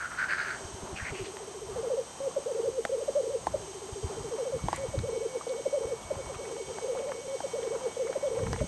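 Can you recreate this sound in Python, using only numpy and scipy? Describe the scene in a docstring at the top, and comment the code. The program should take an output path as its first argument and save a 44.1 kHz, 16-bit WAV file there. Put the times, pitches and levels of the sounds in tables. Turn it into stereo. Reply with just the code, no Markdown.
"""Black grouse on a bog at dusk.

A cock bubbles through his swollen air sac: rising rolls of slurs, then a set phrase of held notes,
flicks and arched coos, echoed by scattered pines. A rival answers, a bird forces hisses through its
throat and flutters, and a faint high chip sets in late. A hand-held camera adds motor whine and hiss,
the knocks, creaks and bumps of fingers on its case, and buffets of air on its microphone."""
import sys
import numpy as np
from scipy import signal
from scipy.fft import rfft, irfft, next_fast_len
from scipy.io import wavfile
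from scipy.ndimage import uniform_filter1d

SR = 44100
rng = np.random.default_rng(int(sys.argv[2]) if len(sys.argv) > 2 else 0)


def transcribe(u):
    """Save the signal u as a 16-bit wav file named by the first command-line argument.

    u: samples, shape (n,) or (channels, n), limited to [-1, 1]; the rate is SR.
    q: integer samples, one column per channel.
    """
    v = np.clip(np.atleast_2d(u).T, -1, 1)
    q = np.round(v * 32767).astype(np.int16)
    wavfile.write(sys.argv[1], SR, q)


N = 382347
TIME = np.arange(N) / SR

# Kinds of note in the song. Each row: fraction of the note's length, pitch ratio, relative amplitude.
SLUR_SHAPE = [(0, 1.2, 0), (.1, 1.12, .75), (.3, 1.04, 1), (.55, .97, .8), (.75, .92, .7), (.9, .87, .4),
              (1, .76, 0)]
HOLD_SHAPE = [(0, 0.83, 0.24), (.03, 1, 0.33), (0.33, 1, 0.31), (.52, 1.01, 0.27), (.7, 0.997, 0.54),
              (.84, 0.908, 0.75), (.93, 0.724, 0.07), (1, 0.54, 0.048)]
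FLICK_SHAPE = [(0, 1.236, 0.081), (0.13, 1.19, 0.17), (0.25, 1.027, 0.56), (0.39, 0.982, 1.09),
               (0.53, 0.996, 0.9), (0.65, 0.85, 0.55), (.8, 0.673, 0.11), (1, 0.43, 0.094)]
ARCH_SHAPE = [(0, 0.81, 0), (.07, 0.794, 0.81), (.18, 0.788, 1.1), (.35, 1, 0.56), (.55, 1, 0.48),
              (.75, .89, .9), (.92, 0.767, 1.1), (1, 0.72, 0.026)]
LATE_ARCH_SHAPE = [(0, .72, 0.18), (.1, 0.722, .7), (.27, 0.8, 1), (.48, .92, 0.31), (.64, 1, 0.49),
                   (.8, .87, 1.15), (.91, 0.706, 0.71), (1, 0.5, 0.13)]
CREST_SHAPE = [(0, .82, 0.016), (.1, 0.9, 0.62), (.27, 0.98, 0.87), (.5, 0.98, 0.79), (.72, .89, .85),
               (.9, 0.827, 0.55), (1, 0.65, 0.024)]
# Modes of the camera case. Each row: frequency in Hz, relative level in dB, 60 dB decay time in seconds.
CASE_MODES = [(318, -17, 0.046), (400, -13.5, 0.02), (730, 1.5, .011), (910, 1, 0.013), (1054, -13, 0.06)]


def from_db(db):
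    """Amplitude grows tenfold for every 20 dB."""
    return 10 ** (np.asarray(db) / 20)


def rms_one(x):
    """Normalisation to unit mean power."""
    return x / np.sqrt(np.mean(x ** 2) + 1e-20)


def in_time(rows, column=1):
    """Linear interpolation of one column at every sample."""
    columns = np.transpose(rows)
    return np.interp(TIME, columns[0], columns[column])


def at_hz(points, hz):
    """Interpolation of a spectrum on a log-frequency axis."""
    known_hz, values = np.transpose(points)
    return np.interp(np.log(hz + 1e-3), np.log(known_hz), values)


def band(x, low_hz, high_hz):
    """A band-pass filter attenuates what lies outside its edges."""
    edges = np.clip([low_hz, high_hz], 10, .45 * SR)
    return signal.sosfilt(signal.butter(2, edges, "band", fs=SR, output="sos"), x + 1e-18)


def low_pass(x, hz):
    """A second-order filter rolls off the treble."""
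    return signal.sosfilt(signal.butter(2, hz, fs=SR, output="sos"), x)


def noise(colour, correlation=None):
    """Spectrally shaped noise of rms 1; stereo if a correlation between the channels is given."""
    size = next_fast_len(N)
    hz = np.arange(size // 2 + 1) * SR / size
    gain = from_db(at_hz(colour, hz)) * hz ** 2 / (hz ** 2 + 15 ** 2)
    spectrum = rfft(rng.standard_normal(size))
    if correlation is not None:
        alike = np.clip(at_hz(correlation, hz), -1, 1)
        side = rfft(rng.standard_normal(size)) * [[1], [-1]]
        spectrum = np.sqrt(1 + alike) * spectrum + np.sqrt(1 - alike) * side
    return rms_one(irfft(spectrum * gain, size)[..., :N])


def drift(rate_hz):
    """A random modulation of rms 1 glides from value to value."""
    knots = rng.standard_normal(4000)
    return rms_one(np.interp(TIME * rate_hz, np.arange(len(knots)), knots))


def evened(x, span_s):
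    """Division by the running rms flattens the envelope of a noise."""
    return x / np.sqrt(uniform_filter1d(x ** 2, int(span_s * SR)) + .02)


def delayed(x, lag_s):
    """A longer path delays the sound."""
    return np.interp(TIME - lag_s, TIME, x, left=0)


def placed(x, pan_db, lag_s=0):
    """A source to the right reaches the left capsule later and weaker (negative pan)."""
    return np.array([delayed(x, lag_s) * from_db(pan_db / 2), x * from_db(-pan_db / 2)])


def ring(clicks, hz, t60):
    """A damped resonator answers each impulse with a decaying sine."""
    radius, angle = from_db(-60 / (t60 * SR)), 2 * np.pi * hz / SR
    feedback = [1, -2 * radius * np.cos(angle), radius ** 2]
    return signal.lfilter([0, np.sin(angle)], feedback, clicks + 1e-18)


def background(bog_db=-46, hiss_db=-49):
    """Far wind and birds sum to an incoherent murmur beneath the camera's hiss."""
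    # Each row: frequency in Hz, relative spectral density in dB.
    bog_colour = [(30, -42), (150, -1.5), (330, -4), (520, -2.5), (680, 0), (1050, -2), (1600, -13),
                  (2500, -23), (5000, -24), (12000, -78)]
    hiss_colour = [(30, -25.5), (1000, -7), (2200, -2), (3500, -4.5), (5300, -5.5), (6400, 1), (7200, -5.5),
                   (8400, 2.5), (9400, -3.5), (10600, -9.5), (11400, 3.5), (12000, -21)]
    # Each row: frequency in Hz, correlation of the channels (limited to -1..1 in use).
    hiss_correlation = [(1000, 0.3), (3000, -0.00059), (5000, -0.25), (6400, 0.36), (7200, 0.42),
                        (8700, 0.22), (9500, -0.85), (10600, -1.11), (11500, -0.864)]
    bog = from_db(bog_db + 1.63 * drift(8)) * noise(bog_colour, [(100, .29), (1000, .46)])
    return bog + from_db(hiss_db) * noise(hiss_colour, hiss_correlation)


def drive_motor(lag_s=4.1e-5, flutter_rad=.36, faint_db=-75, faint_count=30):
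    """Periodic motion radiates a line spectrum: the camera's drive whines, wavering in phase and level."""
    # Each row: frequency in Hz, left and right levels in dB before the swell, polarity (-1 is opposed).
    strong = [(2874, -75, -71, 1), (2917, -75, -65, 1), (3135, -66, -60, 1), (3155, -70, -64, 1),
              (3499, -70, -71, 1), (3585, -70, -71, 1), (3956, -72, -71, 1), (4053, -70, -70, 1),
              (4085, -71, -71, 1), (4478, -69, -71, 1), (4602, -73, -72, 1), (4699, -73, -72, 1),
              (4801, -69, -69, 1), (5372, -71, -67, 1), (5405, -67, -62, 1), (5501, -75, -72, 1),
              (5598, -74, -70, 1), (5823, -57, -60, 1), (5921, -70, -66, 1), (6067, -63, -68, 1),
              (6174, -64, -64, -1), (6271, -70, -66, 1), (6368, -59, -55, 1), (6390, -64, -60, 1),
              (6497, -69, -66, 1), (6594, -71, -65, 1), (6621, -70, -65, 1), (6719, -61, -56, 1),
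              (7068, -75, -67, 1), (7166, -58, -60, -1), (7515, -65, -64, 1), (7615, -61, -63, 1),
              (7712, -59, -59, 1), (7934, -61, -67, 1), (7966, -58, -56, -1), (8063, -60, -59, 1),
              (8160, -53, -55, 1), (8511, -67, -61, 1), (8608, -64, -56, 1), (8861, -57, -57, -1),
              (9055, -63, -65, -1)]
    # Each row: time in seconds, gain in dB, depth of the waver in dB.
    swell = [(0, -1.5, 2), (1.6, -0.5, 1.7), (2.6, -1, 1.5), (3.2, 0, 1.3), (6.0, -1, 1.7), (7.2, 0.1, 1.8),
             (8.67, 0.5, 1.7)]
    flutter, out = flutter_rad * drift(9), np.zeros((2, N))
    wavers = from_db(in_time(swell) + in_time(swell, 2) * np.array([drift(5), drift(6), drift(7)]))
    faint = [(2600 + 6400 * where, *(faint_db + 2 * rng.standard_normal(2)), 1)
             for where in rng.random(faint_count)]
    for k, (hz, left_db, right_db, polarity) in enumerate(strong + faint):
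        phase = 2 * np.pi * (hz * TIME + rng.random()) + flutter
        behind = 2 * np.pi * hz * lag_s if polarity > 0 else np.pi
        out[0] += from_db(left_db) * wavers[k % 3] * np.sin(phase - behind)
        out[1] += from_db(right_db) * wavers[k % 3] * np.sin(phase)
    return np.sqrt(2) * out


def lens_motor():
    """Closely spaced tones beat; the lens motor is very faint until about halfway."""
    # Each row: frequency in Hz, relative level in dB.
    lines = [(2216, -15), (2234, -7), (2239.5, 0), (2252.5, -9)]
    # Each row: time in seconds, gain in dB.
    swell = [(0, -78), (3.9, -74), (4.3, -69), (4.7, -60.5), (8.67, -60.5)]
    tones = sum(from_db(db) * np.sin(2 * np.pi * (hz * TIME + rng.random())) for hz, db in lines)
    return placed(np.sqrt(2) * from_db(in_time(swell)) * tones, pan_db=-9.5)


def rumble(gust_db=3):
    """Moving air drives the two channels in antiphase; the hand shakes both in phase."""
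    # Swings of the hand. Each row: middle and half length in seconds, air and grip levels in dB.
    swings = [(1.735, .08, -23, -48), (2.695, 0.037, -23, -50), (2.951, 0.084, -32, -62),
              (3.315, .018, -22, -54), (3.53, 0.078, -19, -45), (3.938, 0.013, -21, -52),
              (4.056, 0.016, -13, -37.5), (4.225, 0.057, -20, -45), (4.558, .016, -11.5, -38),
              (4.652, 0.019, -20, -34.5), (4.775, 0.098, -45, -45), (4.998, 0.041, -32, -36),
              (5.1, 0.086, -47, -49.5), (5.9, 0.074, -39, -54), (6.239, 0.17, -34.5, -51),
              (6.688, 0.019, -33, -48), (6.92, .1, -49, -67), (7.75, .012, -34, -54),
              (8.308, .03, -30, -54), (8.41, .018, -15, -39), (8.423, 0.061, -20, -46),
              (8.517, 0.046, -32, -33), (8.625, 0.016, -33, -30.5)]
    # The hand at rest. Each row: time in seconds, draught in dB, tremor in dB.
    resting = [(0, -36.5, -55), (2.1, -34.5, -60), (2.5, -34.5, -62.5), (3.3, -35.5, -57), (4.45, -34, -59),
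               (4.8, -44, -58), (5.3, -60, -61.5), (8.0, -47.5, -59), (8.67, -37, -60)]
    # Each row: frequency in Hz, relative spectral density in dB.
    buffet_colour = [(20, -10), (45, 4.5), (68, 4), (105, -2.5), (165, -11.5), (400, -27), (900, -50),
                     (2000, -57.5)]
    grip_colour = [(20, -22), (60, 1), (115, 0), (175, -7.5), (240, -14.5), (350, -13), (900, -44),
                   (2500, -48), (9000, -76)]
    air_power, hand_power = from_db(in_time(resting)) ** 2, from_db(in_time(resting, 2)) ** 2
    for middle, half, air_db, grip_db in swings:
        span = np.abs(TIME - middle) < 4 * half
        swell = np.exp(-((TIME[span] - middle) / half) ** 2)
        air_power[span] += from_db(air_db) ** 2 * swell
        hand_power[span] += from_db(grip_db) ** 2 * swell
    gusts = from_db(gust_db * np.tanh(drift(25)))
    air = np.sqrt(air_power) * gusts * evened(noise(buffet_colour), span_s=.025)
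    hand = np.sqrt(hand_power) * evened(noise(grip_colour), span_s=.03)
    return air * np.array([[1], [-1]]) + hand


def case_ring(taps, vary_db=2.5):
    """The plastic case rings as a sum of modes, whose strengths vary from touch to touch."""
    return sum((-1) ** k * ring(taps * from_db(db + vary_db * drift(15)), hz, t60)
               for k, (hz, db, t60) in enumerate(CASE_MODES))


def fingers(ring_db=-6, snap_db=9, spread_db=4):
    """Friction on the case: the creeping grip makes random ticks, sliding fingertips a soft noise."""
    # Each row: time in seconds, mean ticks per second, relative level in dB.
    creep = [(0, 2.8, -36), (4.2, 6.9, -55), (4.7, 37.3, -65), (5.2, 12, -38), (6.9, 18, -38),
             (8.0, 25, -40), (8.2, 56, -44), (8.45, 90, -36), (8.67, 70, -50)]
    # Each row: time in seconds, level in dB.
    slide = [(4.66, -90), (4.7, -54), (4.76, -43.5), (4.8, -55), (4.95, -68), (5.1, -90), (6.5, -85),
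             (7.0, -66), (7.9, -69), (8.1, -62), (8.3, -65), (8.55, -62), (8.67, -66)]
    # Each row: frequency in Hz, relative spectral density in dB.
    slide_colour = [(300, -14), (1000, -14), (1450, -10), (1950, 1), (2700, -12), (5000, -19), (8500, -14),
                    (11000, -40)]
    sizes = from_db(spread_db * np.minimum(rng.exponential(1, N), 2.5) + in_time(creep, 2))
    ticks = sizes * (rng.random(N) < in_time(creep) / SR)
    crackle = from_db(ring_db) * case_ring(ticks) + from_db(snap_db) * band(ticks, 1200, 2900)
    return placed(crackle + from_db(in_time(slide)) * noise(slide_colour), pan_db=-8)


def hissing(rasp_db=3):
    """Turbulent puffs of air excite a sharp throat resonance and two broad upper ones."""
    # Each row: middle and half length in seconds, resonance and bandwidth in Hz, level in dB,
    # gain of the upper resonances in dB.
    puffs = [(0.035, 0.028, 1440, 150, -34, -8), (0.136, 0.025, 1400, 220, -39, -5),
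             (0.221, 0.025, 1494, 150, -28.5, -5), (0.324, 0.024, 1610, 240, -28, -1.5),
             (0.41, 0.022, 1540, 260, -31, 1.5), (0.505, 0.036, 1530, 240, -34, -1),
             (0.975, 0.011, 2660, 600, -41, 3), (1.012, 0.021, 1690, 330, -39.5, -7),
             (1.077, 0.02, 2100, 600, -37, -1), (1.175, 0.029, 2870, 700, -44.5, 5),
             (1.265, 0.015, 3340, 1000, -49, 14)]
    # Upper resonances. Each row: frequency and bandwidth in Hz, relative level in dB.
    throat = [(2100, 600, -30), (4500, 1000, -18)]
    upper = sum(from_db(db) * rms_one(band(rng.standard_normal(N), hz - width / 2, hz + width / 2))
                for hz, width, db in throat)
    air = low_pass(band(rng.standard_normal(N), 1150, 2700), 3300)
    out = np.zeros(N)
    for middle, half, hz, width_hz, level_db, upper_db in puffs:
        span = slice(0, int((middle + 6 * half) * SR))
        resonance = signal.iirpeak(hz, hz / width_hz, fs=SR)
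        jet = evened(rms_one(signal.lfilter(*resonance, air[span])), span_s=.017)
        along = (TIME[span] - middle) / (1.5 * half)
        envelope = np.exp(-np.where(along < 0, np.abs(along) ** 3, along ** 2))  # steeper rise than fall
        out[span] += from_db(level_db) * envelope * (jet + from_db(upper_db) * upper[span])
    return out * from_db(rasp_db * np.tanh(drift(250)))


def forest(x, t60, width):
    """Scattering by trunks leaves an exponentially decaying tail, much alike in both channels."""
    age = TIME[:SR]
    mid, side = rng.standard_normal((2, SR)) * from_db(-60 * age / t60) * (age > .015)
    tail = mid + width * side * np.array([[1], [-1]])
    return signal.fftconvolve(x[None], tail / np.sqrt(np.sum(tail ** 2) / 2), axes=1)[:, :N]


def rolls(every_s=.0707, vary_db=1.74, vary_pitch=.014):
    """Evenly paced slurs rise in pitch and level with vocal effort."""
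    # The first roll breaks off early; the last is the rival's. Each row: start and length in seconds,
    # first and last effort from 0 to 1, gain in dB, accent on the opening notes in dB.
    bouts = [(0.319, 0.64, 0.02, 0, -2.5, -11), (1.119, .919, 0.01, 1, 0.8, 2),
             (3.601, .99, 0.11, 0.96, 0.5, 0.5), (6.171, 0.92, 0.09, 0.97, -2.5, 0.5),
             (8.29, .35, 0.81, 0.76, -7, 0)]
    # Each row: effort, length in seconds, pitch in Hz, level in dB, swell over the note in dB.
    slur_by_effort = [(0, 0.065, 377.5, -40.5, -4.5), (.35, 0.056, 394, -40, -9),
                      (0.548, 0.053, 404, -36.5, -8), (0.683, 0.0537, 430.5, -32, 0),
                      (.85, .062, 515, -26, 8.5), (1, 0.0476, 532, -25, 5)]
    efforts, *laws = np.transpose(slur_by_effort)
    notes = []
    for start, span, first, last, gain_db, accent_db in bouts:
        for k, along in enumerate(np.linspace(0, 1, round(span / every_s))):
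            effort = first + (last - first) * along
            length, hz, db, swell_db = (np.interp(effort, efforts, law) for law in laws)
            louder, higher = rng.standard_normal(2)
            hz *= 1 + vary_pitch * higher
            db += gain_db + accent_db * (1 - along) ** 2 + vary_db * louder
            notes.append((SLUR_SHAPE, start + k * every_s, length, hz, db, swell_db))
    return notes


def bubbling(overtone_db=-36, jitter=.013, rough_db=1.35):
    """The resonant air sac passes a nearly pure gliding tone, which throbs by interference with echoes."""
    # Reflections: the first and strongest off the ground, the later ones off near trunks. Each row: delay in
    # seconds, gain in dB.
    echoes = [(.0131, -11), (.029, -18.5), (.047, -25)]
    voice, waver = np.zeros(N), 1 + jitter * drift(180)
    for shape, start, length, hz, level_db, swell_db in rolls() + phrases():
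        fraction, ratio, amplitude = np.transpose(shape)
        span = slice(int(start * SR), int((start + length) * SR))
        along = (TIME[span] - start) / length
        phase = 2 * np.pi * np.cumsum(hz * np.interp(along, fraction, ratio) * waver[span]) / SR
        envelope = np.interp(along, fraction, amplitude) * from_db(level_db + swell_db * (along - .5))
        voice[span] += envelope * (np.sin(phase) + from_db(overtone_db) * np.sin(2 * phase))
    voice *= from_db(rough_db * drift(150))  # the airflow catches a little
    return voice + sum(from_db(db) * delayed(voice, lag_s) for lag_s, db in echoes)


def wings(gain_db=-6, half_s=.01):
    """Each downstroke displaces air in a soft, low puff."""
    # Each row: time in seconds, relative peak level in dB.
    wingbeats = [(.652, -37), (.742, -35.5), (.836, -33), (.934, -32.5), (1.03, -32), (1.123, -31),
                 (1.22, -29.5)]
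    # Each row: frequency in Hz, relative spectral density in dB.
    colour = [(25, -1.5), (65, 5.5), (150, -5.5), (280, -12), (900, -34), (3000, -77)]
    strokes = sum(from_db(db) * np.exp(-.5 * np.minimum(((TIME - s) / half_s) ** 2, 100))
                  for s, db in wingbeats)
    return from_db(gain_db) * strokes * evened(noise(colour), span_s=.03)


def knocks(body_gain_db=7, crack_gain_db=3, crack_s=.0023, rebound_db=-14, rebound_s=.00605):
    """A finger's impact cracks, rebounds and excites case modes whose pitch depends on the spot."""
    # Each row: start in seconds, relative body and crack levels in dB, left over right in dB,
    # pitch ratio of the modes, cutoff of the crack in Hz.
    impacts = [(1.369, -44, -35.5, 3, 0.93, 6000), (2.851, -25, -25.5, -5, .78, 10000),
               (3.469, -20, -31.5, -5.5, 1, 9000), (4.684, -22, -30, 1.5, 1.05, 9000),
               (4.729, -22, -29.5, -3, 1.07, 7060), (4.989, -46, -33.5, -3, 0.94, 8000),
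               (6.784, -34, -38, -14, .9, 2300), (7.118, -38, -38, -17, 1.25, 3200),
               (7.404, -32, -37.5, -14.5, 0.91, 3000), (8.128, -50, -35.5, -7, 0.98, 4000),
               (8.389, -44, -38, -2.0, 1, 2500), (8.435, -44, -35, -9, 1, 2500),
               (8.53, -30.5, -26.5, -6.5, 0.97, 9000), (8.561, -40, -32, -0.5, 1, 2500)]
    # Each row: frequency in Hz, relative spectral density in dB.
    crack_colour = [(500, 3), (1400, 10.5), (1900, 10), (2500, -1.5), (3200, 1.5), (4500, -2.5), (6300, 1),
                    (8500, -7.5), (12000, -13)]
    out, age = np.zeros((2, N)), TIME[:SR // 10]
    tap = np.zeros(len(age))
    tap[0], tap[int(rebound_s * SR)] = 1, from_db(rebound_db)
    grit = noise(crack_colour, [(1000, .22), (9000, 0)])
    for start, body_db, crack_db, pan_db, pitch, cutoff_hz in impacts:
        span = slice(int(start * SR), int(start * SR) + len(age))
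        crack = low_pass(grit[:, span] * np.exp(-age / crack_s), cutoff_hz)
        body = sum((-1) ** k * from_db(db) * ring(tap, hz * pitch, t60)
                   for k, (hz, db, t60) in enumerate(CASE_MODES))
        knock = from_db(body_db + body_gain_db) * body + from_db(crack_db + crack_gain_db) * crack
        out[:, span] += from_db([[pan_db / 2], [-pan_db / 2]]) * knock
    return out


def phrases(vary_db=.6, vary_pitch=.0065):
    """A set phrase of frequency-modulated notes recurs, never quite alike; a flick ends the loud ones."""
    # Each row: kind of note, offset and length in seconds, pitch in Hz, level and swell in dB.
    phrase = [(HOLD_SHAPE, 0.0041, .091, 546, -23.5, 4.1), (FLICK_SHAPE, .157, 0.0398, 563, -24.5, 2.7),
              (ARCH_SHAPE, .258, .072, 585, -28.5, 0), (ARCH_SHAPE, .346, .063, 545, -28, 3.8),
              (ARCH_SHAPE, .431, .064, 564, -27, 1.8), (HOLD_SHAPE, .508, .102, 526, -28.5, 20),
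              (SLUR_SHAPE, .693, 0.0166, 494, -28, -1), (CREST_SHAPE, .716, .05, 550, -26, 1.5),
              (LATE_ARCH_SHAPE, .77, .07, 600, -29, 1.5), (FLICK_SHAPE, .876, .031, 576, -21, 6.6),
              (CREST_SHAPE, 0.951, 0.066, 604, -22, -0.92), (ARCH_SHAPE, 1.033, 0.0514, 560, -28.5, 0),
              (ARCH_SHAPE, 1.082, .086, 590, -29.5, 5.4)]
    # The faint one is a far rival. Each row: start in seconds, gain in dB, pitch ratio, time stretch.
    repeats = [(2.199, 1.86, 1.002, 1.0), (4.774, -0.75, 0.99, 1.0), (6.131, -7, 0.995, 0.98),
               (7.274, 0, 0.99, 1.0)]
    # Closing flicks. Each row: start in seconds, level in dB.
    closings = [(3.534, -20.5), (6.100, -22), (8.607, -22.5)]
    flick_s, flick_hz, flick_swell_db = .029, 585, 6
    notes = [(FLICK_SHAPE, start, flick_s, flick_hz, db, flick_swell_db) for start, db in closings]
    for start, gain_db, pitch, stretch in repeats:
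        for shape, offset, length, hz, db, swell_db in phrase:
            louder, higher = rng.standard_normal(2)
            hz *= pitch * (1 + vary_pitch * higher)
            db += gain_db + vary_db * louder
            notes.append((shape, start + stretch * offset, length, hz, db, swell_db))
    return notes


def creaks(gain_db=-2, width=.15):
    """Stick-slip friction: each slip of the grip is a brief burst of narrow-band noise."""
    # Each row: start in seconds, pitch in Hz, relative level in dB, decay time in seconds.
    slips = [(2.31, 1097, -40, .006), (4.233, 5000, -41, .002), (4.59, 1100, -36.5, 0.0055),
             (4.761, 8000, -25.5, .0015), (4.989, 3900, -36.5, .003), (5.41, 1150, -34, .006),
             (5.491, 4000, -42.5, .005), (5.535, 1100, -37, .006), (5.833, 1100, -37.5, 0.0055),
             (6.342, 1140, -35.5, 0.01), (6.345, 2400, -44.5, 0.0072), (6.452, 2200, -45, .006),
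             (6.973, 1350, -38, .004), (6.99, 2300, -41, .006), (7.088, 2100, -43, .006),
             (7.121, 1500, -38, 0.0042), (7.628, 2050, -42, .006), (7.75, 1120, -32.5, 0.0066),
             (8.07, 1180, -37, .006), (8.075, 2000, -40, .006), (8.133, 1900, -40, .006),
             (8.392, 1150, -34, .006), (8.465, 1910, -39, .006), (8.47, 1160, -34, .006),
             (8.54, 1750, -37, .006), (8.589, 2320, -40, .006), (8.604, 1186, -32.5, .005),
             (8.604, 2050, -38, 0.0034)]
    out, age = np.zeros(N), TIME[:SR // 20]
    for start, hz, db, decay_s in slips:
        rasp = rms_one(band(rng.standard_normal(len(age)), hz * (1 - width), hz * (1 + width)))
        at = int(start * SR)
        out[at:at + len(age)] += (from_db(db + gain_db) * rasp * np.exp(-age / decay_s))[:N - at]
    return placed(out, pan_db=-6)


def bumps(t60=.057, gain_db=3):
    """Soft contacts set the whole camera in damped oscillation; a firmer grip rings higher."""
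    # Each row: start in seconds, pitch in Hz, relative level in dB.
    contacts = [(3.924, 80, -30.5), (4.042, 85, -24.5), (4.205, 100, -32), (4.638, 112, -23.5),
                (4.66, 150, -30), (4.884, 113, -30), (4.975, 116, -22.5), (5.0, 112, -30),
                (5.035, 130, -34), (5.851, 90, -35.5), (6.05, 80, -37), (6.165, 99, -32.5),
                (6.265, 74.6, -33), (6.36, 80, -36), (8.43, 114, -24), (8.462, 190, -31), (8.49, 233, -31),
                (8.607, 114, -23.5), (8.613, 250, -26.5), (8.64, 180, -30)]
    out, age = np.zeros(N), TIME[:SR // 5]
    for start, hz, db in contacts:
        thud = from_db(db + gain_db - 60 * age / t60) * np.sin(2 * np.pi * hz * age)
        at = int(start * SR)
        out[at:at + len(age)] += thud[:N - at]
    return band(out, 35, 300)


def chips(level_db=-53, from_s=6.032, every_s=.32, half_s=.006):
    """Periodic pulses of narrow-band noise are heard as a faint high chip."""
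    pulses = sum(np.exp(-np.minimum(((TIME - s) / half_s) ** 2, 50))
                 for s in np.arange(from_s, TIME[-1], every_s))
    treble = rms_one(band(rng.standard_normal(N), 3050, 3500))
    return placed(from_db(level_db) * pulses * treble, pan_db=-3)


def scene():
    """Superposition of the birds, their reverberation among the pines and the camera's own sounds."""
    coo, hiss = bubbling(), hissing()
    birds = placed(coo, pan_db=-.1, lag_s=4.9e-5) + placed(hiss, pan_db=-2.3, lag_s=3e-5) + wings()
    tails = from_db(-16.5) * forest(coo + hiss, t60=.38, width=.47)
    tails += forest(from_db(-31) * coo + from_db(-20) * hiss, t60=1.9, width=.45)
    handling = knocks() + bumps() + creaks() + fingers() + rumble()
    return birds + tails + handling + chips() + drive_motor() + lens_motor() + background()


def record(dry):
    """An elliptic low-pass filter cuts the treble steeply."""
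    cutoff_hz = 11886
    return signal.sosfilt(signal.ellip(10, .2, 80, cutoff_hz, fs=SR, output="sos"), dry)


dry = scene()
out = record(dry)
transcribe(out)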